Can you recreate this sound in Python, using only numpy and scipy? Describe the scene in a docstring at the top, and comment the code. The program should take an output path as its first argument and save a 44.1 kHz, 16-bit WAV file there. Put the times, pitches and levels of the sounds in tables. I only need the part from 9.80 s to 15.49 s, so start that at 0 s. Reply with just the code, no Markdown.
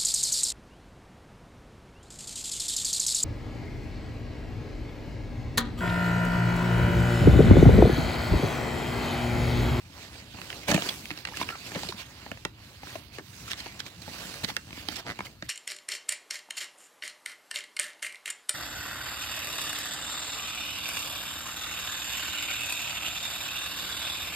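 """A small cardboard box is opened on the lap, close to two microphone ports.
From the start fingers and flaps rub the card (dense slips and noise coloured by the card) over a quiet room
rumble (filtered noise). From 0.1 s edges scuff, and flaps slip, snap and knock (noisy forces that ring modes).
From 0.9 s edges squeak now and then (gliding tones); at 5.3 s a fold creaks (a train of jolts), then
a few last knocks fall. A short dull reverberation (sparse taps) follows all the near sounds."""
import sys
import numpy as np
from scipy import signal
from scipy.fft import rfft, irfft
from scipy.io import wavfile
from scipy.ndimage import uniform_filter1d

SR = 44100
rng = np.random.default_rng(int(sys.argv[2]) if len(sys.argv) > 2 else 0)


def generate_wav(signal):
    """Clip the signal to [-1, 1] and save it as 16-bit WAV at the path in sys.argv[1]."""
    frames = np.transpose(np.atleast_2d(signal))
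    scaled = np.clip(frames, -1, 1) * 32767
    pcm = np.round(scaled).astype(np.int16)
    wavfile.write(sys.argv[1], SR, pcm)


N = 250929  # length in samples
SPLIT_HZ = 2500  # border of snap and crack; the drifting balance of the rub is full above it
LEAD_S = 0.00014  # the left port is nearer
# borders of the broad bands: edge [Hz]
BAND_EDGES_HZ = (400, 1200, 5000)


def gain_of(db):
    """Level law: decibels to amplitude."""
    return 10 ** (np.asarray(db) / 20)


def evened(x):
    """Normalisation: scales to rms 1."""
    return x / np.sqrt(np.mean(x ** 2) + 1e-20)


def read(points, hz):
    """Interpolation of a spectrum on a log-frequency axis."""
    f, value = np.transpose(points)
    return np.interp(np.log(hz + 1), np.log(f + 1), value)


def add(mix, s, sound):
    """Superposition: mixes a sound in at time s."""
    part = mix[:, round(s * SR):][:, :sound.shape[1]]
    part += sound[:, :part.shape[1]]


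def shaped(x, field_db, size=256):
    """Time-varying filtering: a level field over frequency and time weights the short-time spectrum."""
    overlap = size * 3 // 4
    hz, t, z = signal.stft(x, SR, nperseg=size, noverlap=overlap)
    _, y = signal.istft(z * gain_of(field_db(hz, t)), SR, nperseg=size, noverlap=overlap)
    return y[..., :N]


def patches(shape, wide, long):
    """Smoothed randomness: blotches over frequency and time, rms 1."""
    z = rng.standard_normal(shape[::-1]).T
    z = uniform_filter1d(z, max(round(wide), 1), 0)
    return evened(uniform_filter1d(z, max(round(long), 1), 1))


# likeness of the two ports: pitch_hz [Hz], likeness [0 to 1]
PORT_LIKENESS = [(60, 0.97), (300, 0.96), (700, 0.88), (1400, 1), (3000, 0.05), (6000, 0.033),
                 (15000, 0.17)]


def pair(x):
    """Coherence: two noises become two ports, alike in the bass and mostly unlike in the treble."""
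    n = x.shape[1]
    same = np.clip(read(PORT_LIKENESS, np.fft.rfftfreq(n, 1 / SR)), 0, 1)
    a, b = rfft(x)
    return irfft(np.array([a, same * a + np.sqrt(1 - same ** 2) * b]), n)


# points on the changing level and hiss of one continuous rub of fingers and flaps over the card:
# at_s [s], scrape level_db [dB], hiss [dB relative to scrape]
RUB_CURVE = [(0, -57.5, 1), (.22, -57.5, 1), (.49, -53.5, -2), (.63, -47.5, 1), (.86, -60, 7),
             (.9, -42.5, 7), (1.33, -50, -0.5), (1.43, -55, -3.5), (1.57, -47.5, 1.5), (1.77, -49.5, 1),
             (2.04, -43.5, 3.5), (2.17, -55, 2), (2.47, -51, -2), (2.66, -59, 1), (2.74, -62, -4.5),
             (2.84, -55.5, 1.5), (3.15, -54.5, -2), (3.28, -58.5, -7.5), (3.43, -60, 3), (3.61, -52, 6),
             (3.82, -50, 1.5), (4.17, -55.5, 0), (4.29, -49, 2), (4.42, -43, 0.5), (4.62, -48.5, 4.5),
             (4.83, -57, 3), (5.19, -47.5, -2), (5.24, -56, -2), (5.47, -52.5, 2), (5.58, -63, -2.5),
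             (5.69, -58, -4)]
# scuffs of an edge past an edge: start_s [s], length_s [s], scrape level_db [dB],
# body [dB relative to scrape], edge pitch_hz [Hz]
EDGE_SCUFFS = [(0.103, 0.23, -49.5, -1.5, 2050), (0.287, 0.16, -50, -2, 2200), (0.578, 0.35, -47, -1, 2700),
               (0.869, 0.06, -31.5, 2.5, 2440), (0.93, 0.031, -30.5, 3.5, 2920),
               (0.968, 0.2, -38.5, -2, 3380), (1.089, 0.0099, -34, -20, 4450),
               (1.345, 0.095, -50, -4, 3470), (1.45, 0.092, -56.5, 7, 2270),
               (1.538, 0.065, -45.5, -19, 2800), (1.593, 0.045, -37.5, -8.5, 3640),
               (1.66, 0.075, -46, -6, 1390), (1.833, 0.067, -43.5, -3.5, 2200),
               (1.944, 0.042, -49.5, 15, 2000), (1.956, 0.13, -46.5, -1.5, 4700),
               (1.97, 0.046, -55, -10, 5900), (2.091, 0.025, -43, -10, 3760),
               (2.158, 0.082, -43.5, -7.5, 4000), (3.009, 0.21, -46.5, -9.5, 1970),
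               (3.318, 0.095, -49, -9.5, 4700), (3.64, 0.099, -47.5, -5, 2200),
               (3.696, 0.042, -36, -20, 3100), (3.764, 0.059, -42, -25, 3080),
               (3.814, 0.093, -46.5, -14, 2700), (3.988, 0.023, -38.5, -16, 1800),
               (4.044, 0.05, -45.5, -0.5, 2400), (4.216, 0.011, -46, -6, 4200),
               (4.63, 0.026, -34, -2.5, 4170), (4.669, 0.053, -39, -8, 1880),
               (4.925, 0.12, -46.5, -14, 2850), (5.073, 0.1, -44.5, -3, 2490),
               (5.154, 0.023, -35, -16, 5500), (5.176, 0.036, -40, -4.5, 5450),
               (5.242, 0.092, -49, 10, 3130), (5.444, 0.03, -43.5, -8, 3000),
               (5.629, 0.043, -53.5, -14, 2000), (5.683, 0.015, -47, -5, 2000)]
# colour of rubbed card, relative within each band: pitch_hz [Hz], level_db [dB per Hz]
CARD_COLOUR = [(150, -5.5), (250, 19.5), (292, -7), (336, -2.5), (400, -7.5), (576, -1.5), (1350, -8.5),
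               (2760, -9), (3460, -12.5), (4260, -11), (6940, -12), (13900, -15), (16000, -13)]
# slow drift of the rubbing's balance and top treble, as points on a curve:
# at_s [s], side [left-right dB], level_db of the top treble [dB]
RUB_DRIFT = [(0.0, -6.5, -3.5), (1.01, -7, -4), (1.2, -2.5, 1.5), (1.3, -8.5, 0.5), (2.06, -5.5, -5),
             (2.08, -8, -3.5), (3.15, -5, -2), (3.25, -15, 6), (3.39, -4, -5), (3.45, -12.5, -1),
             (3.71, -2.5, -5), (4.28, -8.5, -1.5), (4.8, -3.5, -3), (5.05, -6, -2), (5.07, -11, 1),
             (5.25, -5, -7), (5.66, -3.5, 1), (5.69, -5, -1)]
BODY_DB = -3.5  # dull body of the rub, relative to its scrape
HISS_DB = -0.5  # hiss of a scuff, relative to its scrape
CENTRE_DB = -5  # left-right dB that the ports give a sound in the middle
PATCH_HZ, TOP_HZ = 2700, 9500  # centre of a broad 1 dB boost; the top treble is full from here up


def card_slips():
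    """Friction as a random process: uneven impulses over smooth noise, clumped in time."""
    size = gain_of(2.2 * np.minimum(rng.exponential(1, N), 5))
    size *= rng.random(N) < 3000 / SR  # about 3000 slips a second
    clumps = gain_of(1.09 * evened(uniform_filter1d(rng.standard_normal(N), size=130)))
    impulses = evened(size * rng.choice([-1, 1], (2, N)))
    return evened(pair(0.65 * impulses + rng.standard_normal((2, N))) * clumps)


def rubbing():
    """Source-filter principle: dense slips excite the card; body, scrape and hiss follow the rub and its scuffs."""
    s, scrape_db, hiss_db = np.transpose(RUB_CURVE)

    def field_db(hz, t):
        """Power addition: rub and scuffs add, then card colour, slow drift and random flicker apply."""
        colour = read(CARD_COLOUR, hz)
        band = np.digitize(hz, BAND_EDGES_HZ[1:])  # body, scrape, hiss
        power_of_band = [np.sum(gain_of(2 * colour[band == k])) / len(hz) for k in range(3)]
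        share_db = 10 * np.log10(np.array(power_of_band))

        def spread(levels_db):
            """Smooths the band levels across frequency, as power."""
            return gain_of(2 * uniform_filter1d((levels_db - share_db[:, None])[band], size=5, axis=0))

        def hump(pitch_hz, db, octaves):
            """A Gaussian resonance on the octave axis, as power."""
            distance = np.log2((hz[:, None] + 1) / pitch_hz) / octaves
            return gain_of(2 * db * np.exp(-distance ** 2))

        rub = [np.interp(t, s, scrape_db + rel_db) for rel_db in (BODY_DB, 0, hiss_db)]
        power = spread(np.array(rub)) * hump(PATCH_HZ, 1.0, 1.0)
        for start, length, scrape, body, edge_hz in EDGE_SCUFFS:
            stroke = np.sin(np.pi * np.clip((t - start) / length, 0, 1)) ** 2
            whistle = hump(edge_hz, 0.19 / length, 0.087)  # the quicker the flick, the clearer its pitch
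            power = power + spread(scrape + np.array([[body], [0], [HISS_DB]])) * whistle * stroke
        at, pan_db, top_db = np.transpose(RUB_DRIFT)
        side_db = np.outer(np.clip(hz / SPLIT_HZ, 0, 1), np.interp(t, at, pan_db - CENTRE_DB)) / 2
        top_db = np.outer(np.clip(hz / TOP_HZ * 5 - 4, 0, 1), np.interp(t, at, top_db))
        flicker_db = 2.13 * patches(power.shape, 4, 26.5)
        field = colour[:, None] + 10 * np.log10(power) + top_db + flicker_db
        return np.array([field + side_db, field - side_db])

    return shaped(card_slips(), field_db)


# relative spectrum of room and microphone noise: pitch_hz [Hz], level_db [dB per Hz]
HUM_COLOUR = [(12, -36), (20, -63), (49, 22.5), (142, 16.5), (177, -37), (388, -8), (422, -25), (759, -39),
              (1290, -70), (3950, -29), (11800, -21.5), (14700, -16), (16000, -40)]
# relative spectrum of the rumble: pitch_hz [Hz], level_db [dB per Hz]
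RUMBLE_COLOUR = [(20, -54), (50, 3.5), (85, 2), (200, -4.5), (350, -14.5), (700, -58)]
HUM_DB, RUMBLE_DB = -50, -52.5  # rms of the steady noise and of the room's steady rumble, before the ports
HANDLING_DB = -4  # rumble of hand and lap, relative to the scrape


def background():
    """Stationary filtered noise of room and microphone, plus a rumble whose power rises with the rub."""
    def steady(hz, t):
        return read(HUM_COLOUR, hz)[:, None] + 0 * t

    def heave(hz, t):
        return read(RUMBLE_COLOUR, hz)[:, None] + 4.1 * patches((len(hz), len(t)), 2, 3)

    hum = shaped(pair(rng.standard_normal((2, N))), steady, size=2048)
    rumble = shaped(pair(rng.standard_normal((2, N))), heave, size=2048)
    s, scrape_db, _ = np.transpose(RUB_CURVE)
    handling = gain_of(HANDLING_DB + np.interp(np.arange(N) / SR, s, scrape_db))
    return gain_of(HUM_DB) * evened(hum) + evened(rumble) * np.hypot(gain_of(RUMBLE_DB), handling)


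# slips, snaps and knocks: start_s [s], snap peak level_db [dB], thud, knock and crack [dB relative to snap],
# tick [dB relative to crack], flap pitch_hz [Hz], edge pitch_hz [Hz], contact [ms, time constant],
# side [left-right dB, of which each band takes a share]
FLAP_BLOWS = [(.098, -55.5, 8, 3, -13, -8, 600, 1500, 1.4, 2),
              (0.35, -48.5, 2, 4.5, -10, -8, 607, 2600, 2.1, 0),
              (0.542, -48, 8, 2.5, -14, -8, 790, 2640, 2.8, 0),
              (0.5862, -42, 1, 0, -11, -9, 1090, 2970, 1.25, -3),
              (0.615, -37.5, -20, -3.5, -0.5, -7, 2000, 2660, 0.77, -14),
              (0.7015, -33, -22, -22, -0.5, -10, 2150, 2730, 0.91, -9),
              (0.7268, -35, -32, -11, -2, -14, 2200, 2780, 1.2, -6),
              (0.8792, -28, -12, 0, -6, 2.5, 915, 2540, 4.3, -10),
              (.8884, -39, 14, -4, -15, 5, 610, 2600, 1.8, -4),
              (0.901, -42, -7, -4, -3, -11, 570, 2500, 1.5, 0),
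              (0.902, -27, 2, -5, -7, 4.5, 608, 2480, 1, 0),
              (0.9134, -21.5, -4, -1.5, -2.5, -1.5, 540, 6800, 1.23, -17),
              (0.9157, -26.5, 5, -5, 0, -14, 1800, 2590, 1.8, -1),
              (0.9245, -26.5, -12, 2, -9, -22, 640, 3040, 1, -2),
              (0.9421, -23.5, -4, 2, -2.5, -2, 580, 2830, 1.7, 0),
              (0.9442, -30.5, 16.5, 6.5, -10, -14, 179, 3830, 2.4, -8),
              (0.9556, -33, 7, 1, -19, -13, 320, 2700, 2.1, -3),
              (.961, -31.5, -1, -5, 2.5, -21, 536, 2440, 1.74, 2),
              (0.9757, -27.5, -8, 4, -16, -15, 580, 3000, 1.57, -6),
              (0.9894, -34, -1, -5, 0, -17, 2000, 2590, 1.1, 5),
              (1.0214, -27, -10, -4, 1.5, -16, 2400, 3080, 0.38, -6),
              (1.0872, -32, -7, -8, 5, -9, 1930, 4770, 1.36, -1),
              (1.255, -37.5, -19, -17, 4, -7, 2450, 12800, 0.57, -3),
              (1.3045, -27, -39, -9.5, -5.5, -17.5, 2030, 2750, 0.85, -10),
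              (1.3112, -34, 2, -14, 0, -12, 2780, 3900, 1.46, -8),
              (1.3746, -38.5, -4, -5, 3, -17, 2000, 4740, 0.83, -4),
              (1.3868, -42.5, -8, -14, 3, -15, 2000, 4740, 0.84, 0),
              (1.4502, -27.5, -28, -17, -2, -13, 2060, 2760, 1.45, -11),
              (1.4711, -33.5, -12, -11, -3.5, -11, 2270, 2780, 1.6, -2),
              (1.4856, -34, -25, -5, -13, -6, 750, 2820, 1.22, -12),
              (1.5708, -32, -10, -12, 0, -3, 1950, 2620, 0.78, 2),
              (1.5972, -40, -2, -9, -4, -17, 1030, 4740, 1.7, -2),
              (1.6123, -27, -14, 3, -13, -8, 960, 2610, 1.14, 1),
              (1.6253, -33, -7, -16, -1, -20, 1040, 3700, 2.3, -3),
              (1.688, -27, -19, -16, -8, -19, 1370, 2650, 0.92, -9),
              (1.7, -32.5, -12, -8, -12, -23, 1410, 2620, 2.5, 0),
              (1.751, -38, -24, -3, -11, -19, 910, 2700, 3.2, -3),
              (1.916, -35.5, -6, -4.5, -12, -1, 1790, 4090, 1.9, -1),
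              (1.9461, -37, -23, -1, -2, -15, 770, 4090, 2.5, -1),
              (1.9562, -33, -4, 1, -13, -12, 786, 2850, 1.77, 3),
              (2.0323, -35, -19, 3, 3.5, -10, 860, 4550, 1, 14),
              (2.047, -49, 11, 0, 2, -12, 600, 2700, 3, 5),
              (2.0865, -42.5, -8, 0, 13, -11, 2140, 4360, 1.8, 2),
              (2.0903, -45.5, 11, 12.5, -10, -10, 368, 2700, 1.43, 4),
              (2.123, -36, -22, -10, -5, -20, 1050, 1580, 1.28, -1),
              (2.141, -55, 16, -8, 0, -15, 600, 2700, 2.9, 7),
              (2.4613, -40, -3.5, 2, -16, -8, 820, 3120, 1.8, 10),
              (2.5145, -30.5, -3, -2.5, -6.5, -7.5, 660, 2560, 1.11, -1),
              (2.5713, -44, -16, -2.5, -3.5, -19, 2010, 2710, 1.56, 0),
              (2.65, -25, -9, -10, -2, -10, 2130, 3820, 1, -13),
              (2.6534, -41.5, 2.5, 12.5, -13, -23, 724, 2800, 1.73, 6),
              (3.031, -39.5, -3, 2.5, -15, -2, 850, 3000, 1.3, 3),
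              (3.069, -39, -3, -5.5, -14, -5, 1440, 3070, 1.42, -5),
              (3.1536, -38, -17, 7, -3.5, -7, 617, 2700, 1.9, 3),
              (3.3836, -34.5, -6, 1, -8, -5, 375, 4200, 1.2, 6),
              (3.391, -38, -5, -1.5, -20, -8, 830, 1680, 2.28, 5),
              (3.401, -54, 9, 5, -11, -10, 397, 1700, 2.8, 2),
              (3.675, -37.5, -14, -16, -6, -2, 1300, 3880, 3.6, 0),
              (3.7088, -42, -22, -22, 3, -4, 2000, 3600, 0.93, 10),
              (3.7154, -30, -27, -19, 3.5, -13, 1900, 2980, 0.77, -2),
              (3.732, -33, -23, -17, 3, -9, 1840, 3550, .7, 7),
              (3.739, -39, -18, -23, -4, -10, 1800, 3000, 0.92, 7),
              (3.8026, -38.5, -18, -22, 2, -7, 2000, 4200, 1.13, 7),
              (3.8593, -38.5, -5, 0.5, -12, -17, 794, 2840, 2.16, 7),
              (4.002, -29, -20, -13.5, -1.5, -19, 1770, 3120, 0.77, 3),
              (4.0634, -40, -7, -12, 1.5, -18, 2380, 3620, 1.06, -5),
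              (4.2777, -43.5, 4.5, 7, -2, -13, 514, 4360, 1.53, 4),
              (4.5398, -39.5, -19, -9, 3, -7, 1830, 4100, 0.89, -3),
              (4.6368, -37, 8, -4.5, -10, -11, 210, 2460, 1.47, 11),
              (4.6451, -28.5, -12, -15, 3, -18, 1950, 4140, 1.05, 0),
              (4.6811, -47, 5, 5, 1, -10, 378, 2700, 1.1, 2),
              (4.6866, -33.5, -22, -19, -1, -16, 1770, 4050, 0.75, 15),
              (4.7003, -34.5, -8, -6, 0, -12, 2100, 3300, 1.7, 7),
              (4.713, -50, 7, 3, -9, -10, 1050, 2700, 2, 12),
              (4.7656, -21.5, -28, -23, 0, -5.5, 1760, 4900, 0.59, 0),
              (4.77, -39.5, -6, 0.5, -3, -15, 1570, 2740, 1.38, 19),
              (4.87, -52, 10, -1, -7, -13, 1500, 2600, 0.49, 2),
              (4.889, -51, 6, -1, -4, -10, 1500, 2600, .7, 0),
              (4.9061, -43.5, -1, -4, 0, -10, 2040, 2480, 0.62, 12),
              (4.928, -40, 1.5, -4, 2, -12, 2420, 2880, 0.75, 6),
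              (4.9748, -41.5, 2.5, -2, -9, -8, 1030, 2960, 1.24, 3),
              (5.0856, -28, -5, -4, 2.5, -11.5, 1930, 4600, 0.85, -9),
              (5.1223, -39, -7, -10, -3, 1, 1700, 4230, 1.2, -4),
              (5.3884, -39, -16, -9, 0.5, -19, 910, 2960, 1.03, -1),
              (5.3905, -32, -5.5, 0, -16.5, 5, 940, 2250, 0.66, -4),
              (5.4053, -28, -7, -3.5, -13, -7, 960, 2200, 0.55, -2),
              (5.6235, -30.5, -12, -6, -6.5, -14.5, 630, 1880, 0.98, -8),
              (5.627, -46.5, 12, -5, -11, -10, 294, 2270, 1.34, -1)]
# modes of the box, panels and flaps, as struck by a blow on average: pitch_hz [Hz], level_db [dB], t60_s [s]
BOX_MODES = [(90, -3, 0.063), (143, 7.5, 0.027), (197, 13, 0.057), (254, 8, 0.063), (311, 10.5, 0.029),
             (460, 7, 0.014), (608, -2, 0.032), (805, -0.5, 0.042), (960, 0, 0.026), (1324, 2, 0.013),
             (1770, 6, 0.015), (2200, 2.5, 0.022), (2750, -22, 0.0023), (2960, 0.5, 0.028),
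             (4000, 0, 0.011), (4760, 26.5, 0.00047), (6700, 2.5, 0.0095), (8500, 11, 0.003),
             (8200, -10, 0.0058), (10900, 2.5, 0.0028), (13300, 9, 0.0011)]
TICK_HZ = 6000  # lower border of the tick
JOLT, JOLT_AT = 1.14, 1.171  # size of the jolt, and its place in contact times


def blows():
    """Modal synthesis: slips and one jolt during contact ring the free flap, its edge and the box modes."""
    hz, db, t60 = np.transpose(BOX_MODES)[:, :, None]
    low, mid = BAND_EDGES_HZ[:2]
    filters = [signal.butter(order, edge, kind, fs=SR, output="sos") for order, edge, kind in (
        (3, (mid, SPLIT_HZ), "band"),  # snap
        (2, (85, low), "band"),  # thud
        (3, (low, mid), "band"),  # knock
        (3, (SPLIT_HZ, TICK_HZ), "band"),  # crack
        (3, TICK_HZ, "high"))]  # tick
    side_shares = [0.15, 0.41, 0.0026, 0.095, 0.32]  # in the order of the filters
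    t, out = np.arange(3072) / SR, np.zeros((2, N))
    for row in FLAP_BLOWS:
        s, snap_db, thud_db, knock_db, crack_db, tick_db, flap_hz, edge_hz, contact_ms, side_db = row
        # each blow lands on another spot, so the modes shift a little
        weight, detune = rng.standard_normal((2, len(hz), 1))
        mode_hz = hz * (1 + 0.068 * detune)
        modes = gain_of(db + 2.2 * weight - 60 * t / t60) * np.sin(2 * np.pi * mode_hz * t)
        # flap and edge fall 60 dB in 11 and 17 cycles
        flap = gain_of(17 - 60 * t * flap_hz / 11) * np.sin(2 * np.pi * flap_hz * t)
        edge = gain_of(14.5 - 60 * t * edge_hz / 17) * np.sin(2 * np.pi * edge_hz * t)
        u = t * 1000 / contact_ms
        slips = pair(rng.standard_normal((2, len(t)))) * u ** 1.195 * np.exp(-u)
        jolt = JOLT * np.exp(-((u - JOLT_AT) * contact_ms * SR / 1000) ** 2)  # about a sample wide
        force = slips + jolt
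        body = (modes.sum(0) + flap + edge)[None]
        ring = signal.fftconvolve(force, body, axes=1)[:, :len(t)] + 3.3 * force
        levels_db = snap_db + np.array([0, thud_db, knock_db, crack_db, crack_db + tick_db])
        for sos, level_db, share in zip(filters, levels_db, side_shares):
            part = signal.sosfilt(sos, ring)
            peak = np.sqrt(uniform_filter1d((part ** 2).mean(0), size=130).max())  # 3 ms rms
            half_db = side_db / 2 * share * np.array([[1], [-1]])
            add(out, s, gain_of(level_db + half_db) * part / peak)
    return out


# an edge squeaks as it slides: start_s [s], length_s [s], first pitch_hz [Hz], last pitch_hz [Hz],
# peak level_db [dB, before flutter]
EDGE_SQUEAKS = [(0.888, 0.034, 573, 626, -27), (1.091, 0.0075, 3350, 3230, -22.5),
                (1.522, .009, 890, 875, -39), (1.534, 0.0071, 1000, 1500, -40),
                (1.541, .012, 1700, 1750, -37), (1.721, 0.025, 1380, 1340, -34.5),
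                (1.746, .009, 1350, 1240, -34.5), (2.122, .007, 1010, 1030, -33.5),
                (4.686, .008, 1710, 1900, -32), (4.694, 0.013, 735, 990, -33.5),
                (5.453, 0.0098, 2990, 3050, -40.5), (5.467, .008, 2000, 2310, -39)]
SQUEAK_WAVER, SQUEAK_FLUTTER_DB = .03, 2.5  # rms pitch deviation as a fraction; rms level deviation


def squeaks():
    """Frequency and amplitude modulation: a wavering tone swells quickly, glides and dies."""
    out = np.zeros((2, N))
    for s, length, first_hz, last_hz, peak_db in EDGE_SQUEAKS:
        u = np.arange(0, length, 1 / SR)[:2048] / length
        chance = rng.standard_normal((2, 2048))
        waver, flutter = (evened(uniform_filter1d(row, size=40))[:len(u)] for row in chance)
        hz = (first_hz + (last_hz - first_hz) * u) * (1 + SQUEAK_WAVER * waver)
        swell = np.sin(np.pi * np.sqrt(u)) * gain_of(peak_db + SQUEAK_FLUTTER_DB * flutter)
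        late = np.outer([1, -1], np.pi * hz * LEAD_S)  # the edge is as far from either port
        add(out, s, swell * np.sin(2 * np.pi * np.cumsum(hz) / SR - late))
    return out


# a fold sticks and lets go: release_s [s, the moment it lets go, just after its grating],
# jolt-and-ring peak level_db [dB],
# grating [dB relative to that peak, before a common 9 dB cut and a band filter]
FOLD_CREAKS = [(5.267, -22, 5), (5.2753, -22, 1), (5.2832, -20, -3), (5.2934, -19.5, -2),
               (5.3021, -14.5, -6), (5.312, -21, 2), (5.32, -20.5, -11)]
FOLD_HZ, FOLD_T60_S = 2000, 0.014


def creak():
    """Stick-slip: each release is a sharp jolt after a short high grating; fold and held box ring briefly."""
    hz, db, t60 = np.transpose(BOX_MODES)[:, :, None]
    t, lead, out = np.arange(2048) / SR, .003, np.zeros((2, N))  # lead: seconds before the release
    after = t - lead
    # holding the box halves its decay times
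    held = (gain_of(db - 60 * t / (.5 * t60)) * np.sin(2 * np.pi * hz * t)).sum(0)
    jolt = np.cos(2 * np.pi * 1500 * after) * np.exp(-abs(after) / .0002)
    fold = (t > lead) * np.cos(2 * np.pi * FOLD_HZ * after) * gain_of(-60 * after / FOLD_T60_S)
    ring = jolt + 0.24 * fold + 0.0052 * signal.fftconvolve(jolt, held)[:len(t)]
    high = signal.butter(2, (3000, 4800), "band", fs=SR, output="sos")
    for release, level_db, grating_db in FOLD_CREAKS:
        grit = rng.standard_normal((2, len(t)))
        grating = signal.sosfilt(high, pair(grit)) * np.exp(-((t - .0018) / 0.0006) ** 2)
        grating *= gain_of(grating_db - 9.0)
        # a dull rattle dies away after the release
        rattle = signal.lfilter([1, -1], [1, -1.78, .79], pair(grit[::-1]))
        rattle *= 0.083 * (t > lead) * np.exp(-t / 0.0069)
        add(out, release - lead, gain_of(level_db) * (ring / ring.max() + grating + rattle))
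    return out


def taps(start, t60, count):
    """Sparse reverberation: taps of random sign, one in every 20 samples, die away; one set a channel."""
    out = np.zeros((2, start + 20 * count))
    at = start + 20 * np.arange(count) + rng.integers(0, 20, (2, count))
    np.put_along_axis(out, at, rng.choice([-1., 1.], at.shape) * gain_of(-60 * at / SR / t60), 1)
    return out / np.linalg.norm(out[0])


def scene():
    """Direct and reverberant field: near sounds, a little dull room and the background."""
    near = rubbing() + blows() + squeaks() + creak()
    room = signal.fftconvolve(near, taps(200, 0.15, count=600), axes=1)[:, :N]
    room = signal.lfilter([.3], [1, -.7], room)  # walls and cloth swallow the treble
    return near + gain_of(-12.5) * room + background()


# level difference of the ports: pitch_hz [Hz], level_db [left-right dB]
PORT_BALANCE = [(60, 3.5), (110, -1), (200, 1.5), (380, 0.5), (700, 0.5), (1290, -1.5), (2380, -4.5),
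                (4400, -9.5), (8120, -0.5), (15000, -6)]
TOP_EDGE_HZ = 15850  # band limit


def record(dry):
    """Linear filtering: the ports differ in arrival time and level over frequency; then the band limit."""
    hz = np.fft.rfftfreq(N, 1 / SR)
    half = gain_of(read(PORT_BALANCE, hz) / 2) * np.exp(1j * np.pi * hz * LEAD_S)
    # common response: (Hz, dB)
    response = [(30, -15), (60, -6.5), (300, 0), (1500, -1.5), (4000, 0.5), (15000, -4.5)]
    ports = irfft(rfft(dry) * np.array([half, 1 / half]) * gain_of(read(response, hz)), N)
    lowpass = signal.firwin(511, TOP_EDGE_HZ, window=("kaiser", 9), fs=SR)
    return signal.oaconvolve(ports, lowpass[None], "same")


dry = scene()
out = record(dry)
generate_wav(out)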